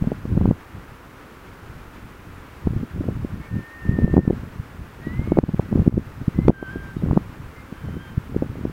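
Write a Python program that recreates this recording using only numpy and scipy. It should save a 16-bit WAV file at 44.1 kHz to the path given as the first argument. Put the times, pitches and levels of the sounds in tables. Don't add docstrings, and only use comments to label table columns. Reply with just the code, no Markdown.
import sys
import numpy as np
from scipy import signal
from scipy.fft import rfft, irfft, next_fast_len
from scipy.io import wavfile
from scipy.ndimage import map_coordinates

SR = 44100
rng = np.random.default_rng(int(sys.argv[2]) if len(sys.argv) > 2 else 0)


def unload_wav(signal):
    wavfile.write(
        sys.argv[1],
        SR,
        np.round(np.clip(np.atleast_2d(signal).T, -1, 1) * 32767).astype(np.int16),
    )


N = 384552
TIME = np.arange(N) / SR


def amp(db):
    return 10 ** (np.asarray(db) / 20)


def curves(rows):
    times, *columns = np.transpose(rows)
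    return [np.interp(TIME, times, column) for column in columns]


def wobble(rate):
    return map_coordinates(rng.standard_normal(int(N * rate / SR) + 4), [TIME * rate])


def filtered(x, response):
    size = next_fast_len(N + SR // 2)
    return irfft(rfft(x, size) * response(np.fft.rfftfreq(size, 1 / SR)), size)[:N]


def noise(spectrum):
    points_hz, db = np.transpose(spectrum)
    white = rng.standard_normal(N)
    coloured = filtered(white, lambda hz: amp(np.interp(np.log(hz + 1), np.log(points_hz), db)))
    return coloured / np.sqrt(np.mean(coloured ** 2) + 1e-20)


def hiss():
    # (frequency [Hz], relative density [dB])
    spectrum = [(100, 0), (4000, -0.3), (9000, -1), (12000, 0.5), (15500, 2.5)]
    return amp(-60.5) * noise(spectrum)


def surf():
    # (frequency [Hz], relative density [dB])
    spectrum = [(20, 0), (100, -21.5), (250, 7), (450, 2), (700, -3.5), (1000, 0), (1400, 0), (1900, -5),
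                (2600, -10), (4000, -19), (7000, -26), (15000, -36.5)]
    return amp(-45 + 0.28 * wobble(2.086) + 0.7 * wobble(20)) * noise(spectrum)


def whistle(note, partials, ramp_s=0.0065):
    hz, db = curves(note)
    gate = np.clip(np.minimum(TIME - note[0][0], note[-1][0] - TIME) / ramp_s, 0, 1)
    on = gate > 0
    wavering_hz = hz * (1 + 0.0044 * wobble(120))
    phase = 2 * np.pi * np.cumsum(wavering_hz[on]) / SR
    tone = np.zeros(N)
    tone[on] = sum(amp(level + 0.79 * wobble(35)[on]) * np.sin(k * phase) for k, level in partials)
    return np.sqrt(2) * gate * amp(db) * tone


def slur(start, end, first_hz, last_hz, db, edge_db=7):
    progress = np.array([0, 0.35, 0.75, 1])
    times = start + progress * (end - start)
    hz = first_hz + progress * (last_hz - first_hz)
    return np.transpose([times, hz, [db - edge_db, db, db, db - edge_db]])


def yodel(start, flip, end, low_db, high_db, octave_db, flip_s=0.01, slope_db_per_s=32):
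    times = np.r_[np.linspace(start, flip - flip_s / 2, 8), np.linspace(flip + flip_s / 2, end, 8)]
    hz = np.r_[np.linspace(1584, 1535, 8), np.linspace(1604, 1560, 8)]
    level_db = np.where(times < flip, low_db, high_db) - slope_db_per_s * np.abs(times - flip)
    return whistle(np.transpose([times, hz, level_db]), partials=[(1, 0), (2, octave_db), (3, -36)])


def birds(decay_s=0.19):
    # (time [s], pitch [Hz], relative level [dB])
    long_note = [(3.41, 1820, -51), (3.62, 1806, -44), (3.73, 1850, -41), (3.86, 1808, -41),
                 (3.93, 1848, -38), (3.98, 1807, -39), (4.17, 1810, -40), (4.22, 1828, -42),
                 (4.31, 1755, -49)]
    rising_note = [(4.97, 1845, -63), (5.048, 1900, -41), (5.11, 1956, -41.5), (5.17, 2050, -43),
                   (5.26, 2190, -51), (5.38, 2205, -47.5)]
    # (start [s], end [s], first pitch [Hz], last pitch [Hz], relative level [dB])
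    slurs = [(5.58, 5.76, 2010, 1915, -56.5), (6.34, 6.48, 1980, 2125, -47.5),
             (6.965, 7.01, 3840, 3700, -60), (7.55, 7.63, 2085, 2120, -50)]
    split_slur = (3.4, 3.5, 2180, 2218, -53.5)
    # (start [s], flip [s], end [s], low register [dB], high register [dB],
    # octave partial re fundamental [dB])
    yodels = [(6.534, 6.707, 6.945, -34, -38, -22), (7.699, 8.0, 8.14, -49.5, -46.5, -7.5)]
    # (frequency / pitch [ratio], relative level [dB])
    pure = [(1, 0), (1.5, -26)]
    clear = [(1, 0), (1.5, -23), (2, -27)]
    split = [(0.894, -1), (0.999, 3), (1.07, -7)]
    calls = whistle(long_note, pure) + whistle(rising_note, clear)
    calls += whistle(slur(*split_slur), split)
    calls += sum(whistle(slur(*row), clear) for row in slurs)
    calls += sum(yodel(*row) for row in yodels)
    t = np.arange(SR // 2) / SR
    tail = rng.standard_normal(len(t)) * amp(-60 * t / decay_s)
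    scatter = amp(-19) * signal.fftconvolve(calls, tail / np.linalg.norm(tail))[:N]
    return amp(-2.5) * (calls + scatter)


def wind_strength(rise_db_per_s=402, fall_db_per_s=450):
    # (time [s], relative level [dB])
    breeze = [(0, -31.5), (0.6, -45.5), (0.77, -35), (1.3, -49), (1.75, -39.5), (2.3, -40), (2.5, -44),
              (3.75, -47.5), (4.5, -35), (4.75, -42), (5.2, -30.5), (6.1, -38), (6.85, -33.5), (7.3, -34),
              (7.68, -42.5), (8.72, -30)]
    # (start [s], end [s], first level [dB], last level [dB])
    gusts = [(0.0, 0.135, -23.5, -23), (0.296, 0.505, -21, -16), (2.659, 2.84, -22.5, -28.5),
             (2.95, 3.25, -23, -24.5), (3.32, 3.41, -30, -25), (3.506, 3.597, -28.5, -22.5),
             (3.859, 4.203, -21.5, -16.5), (4.21, 4.419, -24, -29.5), (5.063, 5.39, -29, -16),
             (5.724, 5.804, -20.5, -12.5), (5.886, 5.992, -17, -19.5), (6.358, 6.504, -24, -17.5),
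             (7.013, 7.175, -22, -18.5), (7.835, 7.982, -30.5, -23.5), (8.286, 8.727, -27, -26)]
    level_db = curves(breeze)[0] + 2.74 * wobble(14)
    for start, end, first_db, last_db in gusts:
        crest_db = np.interp(TIME, [start, end], [first_db, last_db])
        flank_db = np.maximum(rise_db_per_s * (start - TIME), fall_db_per_s * (TIME - end))
        level_db = np.maximum(level_db, crest_db - np.maximum(flank_db, 0))
    return level_db


def vortex_pulses(times, levels_db, nominal_hz):
    pressure = np.zeros(N)
    skews = rng.normal(0, 0.38, len(times))
    for time, db, hz, skew in zip(times, levels_db, nominal_hz, skews):
        span = slice(max(int((time - 2 / hz) * SR), 0), max(int((time + 2 / hz) * SR), 0))
        passage = 2 * np.pi * hz * (TIME[span] - time)
        swell = 1 / np.cosh(0.72 * passage)
        pressure[span] -= amp(db) * swell * np.sin(0.79 * passage + skew)
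    return pressure


def small_eddies(strength_db, count=640):
    times = (np.arange(count) + rng.uniform(-1.003, 1, count)) * N / SR / count
    level_spread, pitch_spread = rng.standard_normal((2, count))
    local_db = np.interp(times, TIME, strength_db)
    hz = 160 * np.exp(0.4 * pitch_spread + 0.023 * (local_db + 27))
    return vortex_pulses(times, local_db + 4.5 + 2 * level_spread, hz)


def hard_eddies(whirls_each=2):
    # (time [s], relative thump level [dB], nominal frequency [Hz],
    # relative snap level [dB])
    eddies = [(0.024, -8.5, 170, -48), (0.074, -7, 205, -44), (0.119, -12.5, 380, -28),
              (0.255, -16, 237, -39), (0.377, -3, 200, -28), (0.413, -8, 200, -26), (0.457, -6.5, 188, -20),
              (0.489, -3, 135, -31), (0.512, -3.5, 205, -22), (2.673, -4.5, 211, -26.5),
              (2.765, -9.5, 157, -50), (2.833, -13, 210, -48), (3.011, -13, 261, -48),
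              (3.088, -8.5, 296, -46), (3.249, -15, 274, -50), (3.568, -15.5, 149, -50),
              (3.895, -5.5, 176, -51), (3.989, -6, 261, -31), (4.047, -1.5, 175, -35),
              (4.141, -4, 280, -29), (4.168, -1, 260, -18), (4.18, 2, 266, -23.5), (4.191, 1.5, 220, -28),
              (4.279, -5, 201, -29.5), (4.307, -2.5, 310, -37), (4.331, -14, 254, -47),
              (4.599, -17.5, 110, -46), (5.072, -14, 228, -48), (5.195, -11.5, 138, -32),
              (5.321, -4, 300, -21), (5.373, -4.5, 336, -24), (5.388, 2, 315, -11), (5.438, -3.5, 202, -28),
              (5.492, -9.5, 189, -30), (5.545, -8, 193, -36), (5.596, -4.5, 230, -19.5),
              (5.728, -6.5, 208, -27.5), (5.758, -4.5, 262, -36), (5.795, -2, 180, -31),
              (5.82, -8.5, 200, -42), (5.866, -10.5, 260, -36), (5.879, 0.5, 211, -24),
              (5.979, -4.5, 274, -45), (6.216, -18, 176, -54), (6.282, -6, 192, -46),
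              (6.39, -4.5, 220, -31), (6.452, -9, 140, -46), (6.483, 5, 320, -22), (6.497, 7, 250, -29),
              (6.503, -0.5, 470, -27), (6.628, -13.5, 355, -28.5), (6.76, -15, 275, -47),
              (6.969, -12.5, 189, -55), (7.041, -8.5, 198, -48), (7.087, -11, 159, -32),
              (7.112, -6, 130, -20), (7.132, -12, 267, -43), (7.175, -2, 215, -14), (7.727, -19, 230, -52),
              (8.18, -8.5, 137, -53), (8.365, -8.5, 245, -48), (8.424, -8, 350, -39),
              (8.654, -12.5, 307, -35)]
    times, thump_db, hz, snap_db = np.transpose(eddies)
    thumps = vortex_pulses(times, thump_db + 2.5, hz)
    core_hz = 760 * np.exp(rng.normal(0, 0.22, len(times)))
    snaps = vortex_pulses(times, snap_db + 9.5, core_hz)
    times, thump_db, hz, _ = np.repeat(eddies, whirls_each, axis=0).T
    lag, fineness = rng.uniform(0, 1, (len(times), 2)).T
    whirl_times = times + 0.01376 * (lag - 0.45)
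    whirls = vortex_pulses(whirl_times, thump_db - 3 - 13 * fineness, hz * 1.82 ** fineness)
    return thumps + snaps + whirls


def wind(mesh_hz=1150):
    # (frequency [Hz], relative density [dB])
    spectrum = [(15, -21), (30, -16), (55, 2), (90, 4), (170, 0), (280, -10.5), (450, -22.5), (700, -32.5),
                (1200, -37.5), (2500, -64)]
    strength_db = wind_strength()
    rumble = amp(strength_db - 6.8 + 3.37 * wobble(30)) * noise(spectrum)
    pressure = rumble + small_eddies(strength_db) + hard_eddies()
    return filtered(pressure, lambda hz: 1 / np.sqrt(1 + (hz / mesh_hz) ** 8))


def scene():
    return (wind() + birds() + surf() + hiss())[None]


def limiter(x, ceiling_db, deepest_db, release_db_per_s, attack_s):
    over_db = np.clip(20 * np.log10(np.abs(x) + 1e-9) - ceiling_db, 0, deepest_db)
    climb_db = release_db_per_s * TIME
    cut_db = np.maximum.accumulate(over_db + climb_db) - climb_db
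    pole = np.exp(-1 / (attack_s * SR))
    return x * amp(-signal.lfilter([1 - pole], [1, -pole], cut_db))


def record(dry, band_limit_hz=15830):
    limited = limiter(dry[0], ceiling_db=-4.4, deepest_db=8, release_db_per_s=39, attack_s=0.0028)
    saturated = np.clip(limited, -1, 1)
    return filtered(saturated, lambda hz: hz < band_limit_hz)[None]


dry = scene()
out = record(dry)
unload_wav(out)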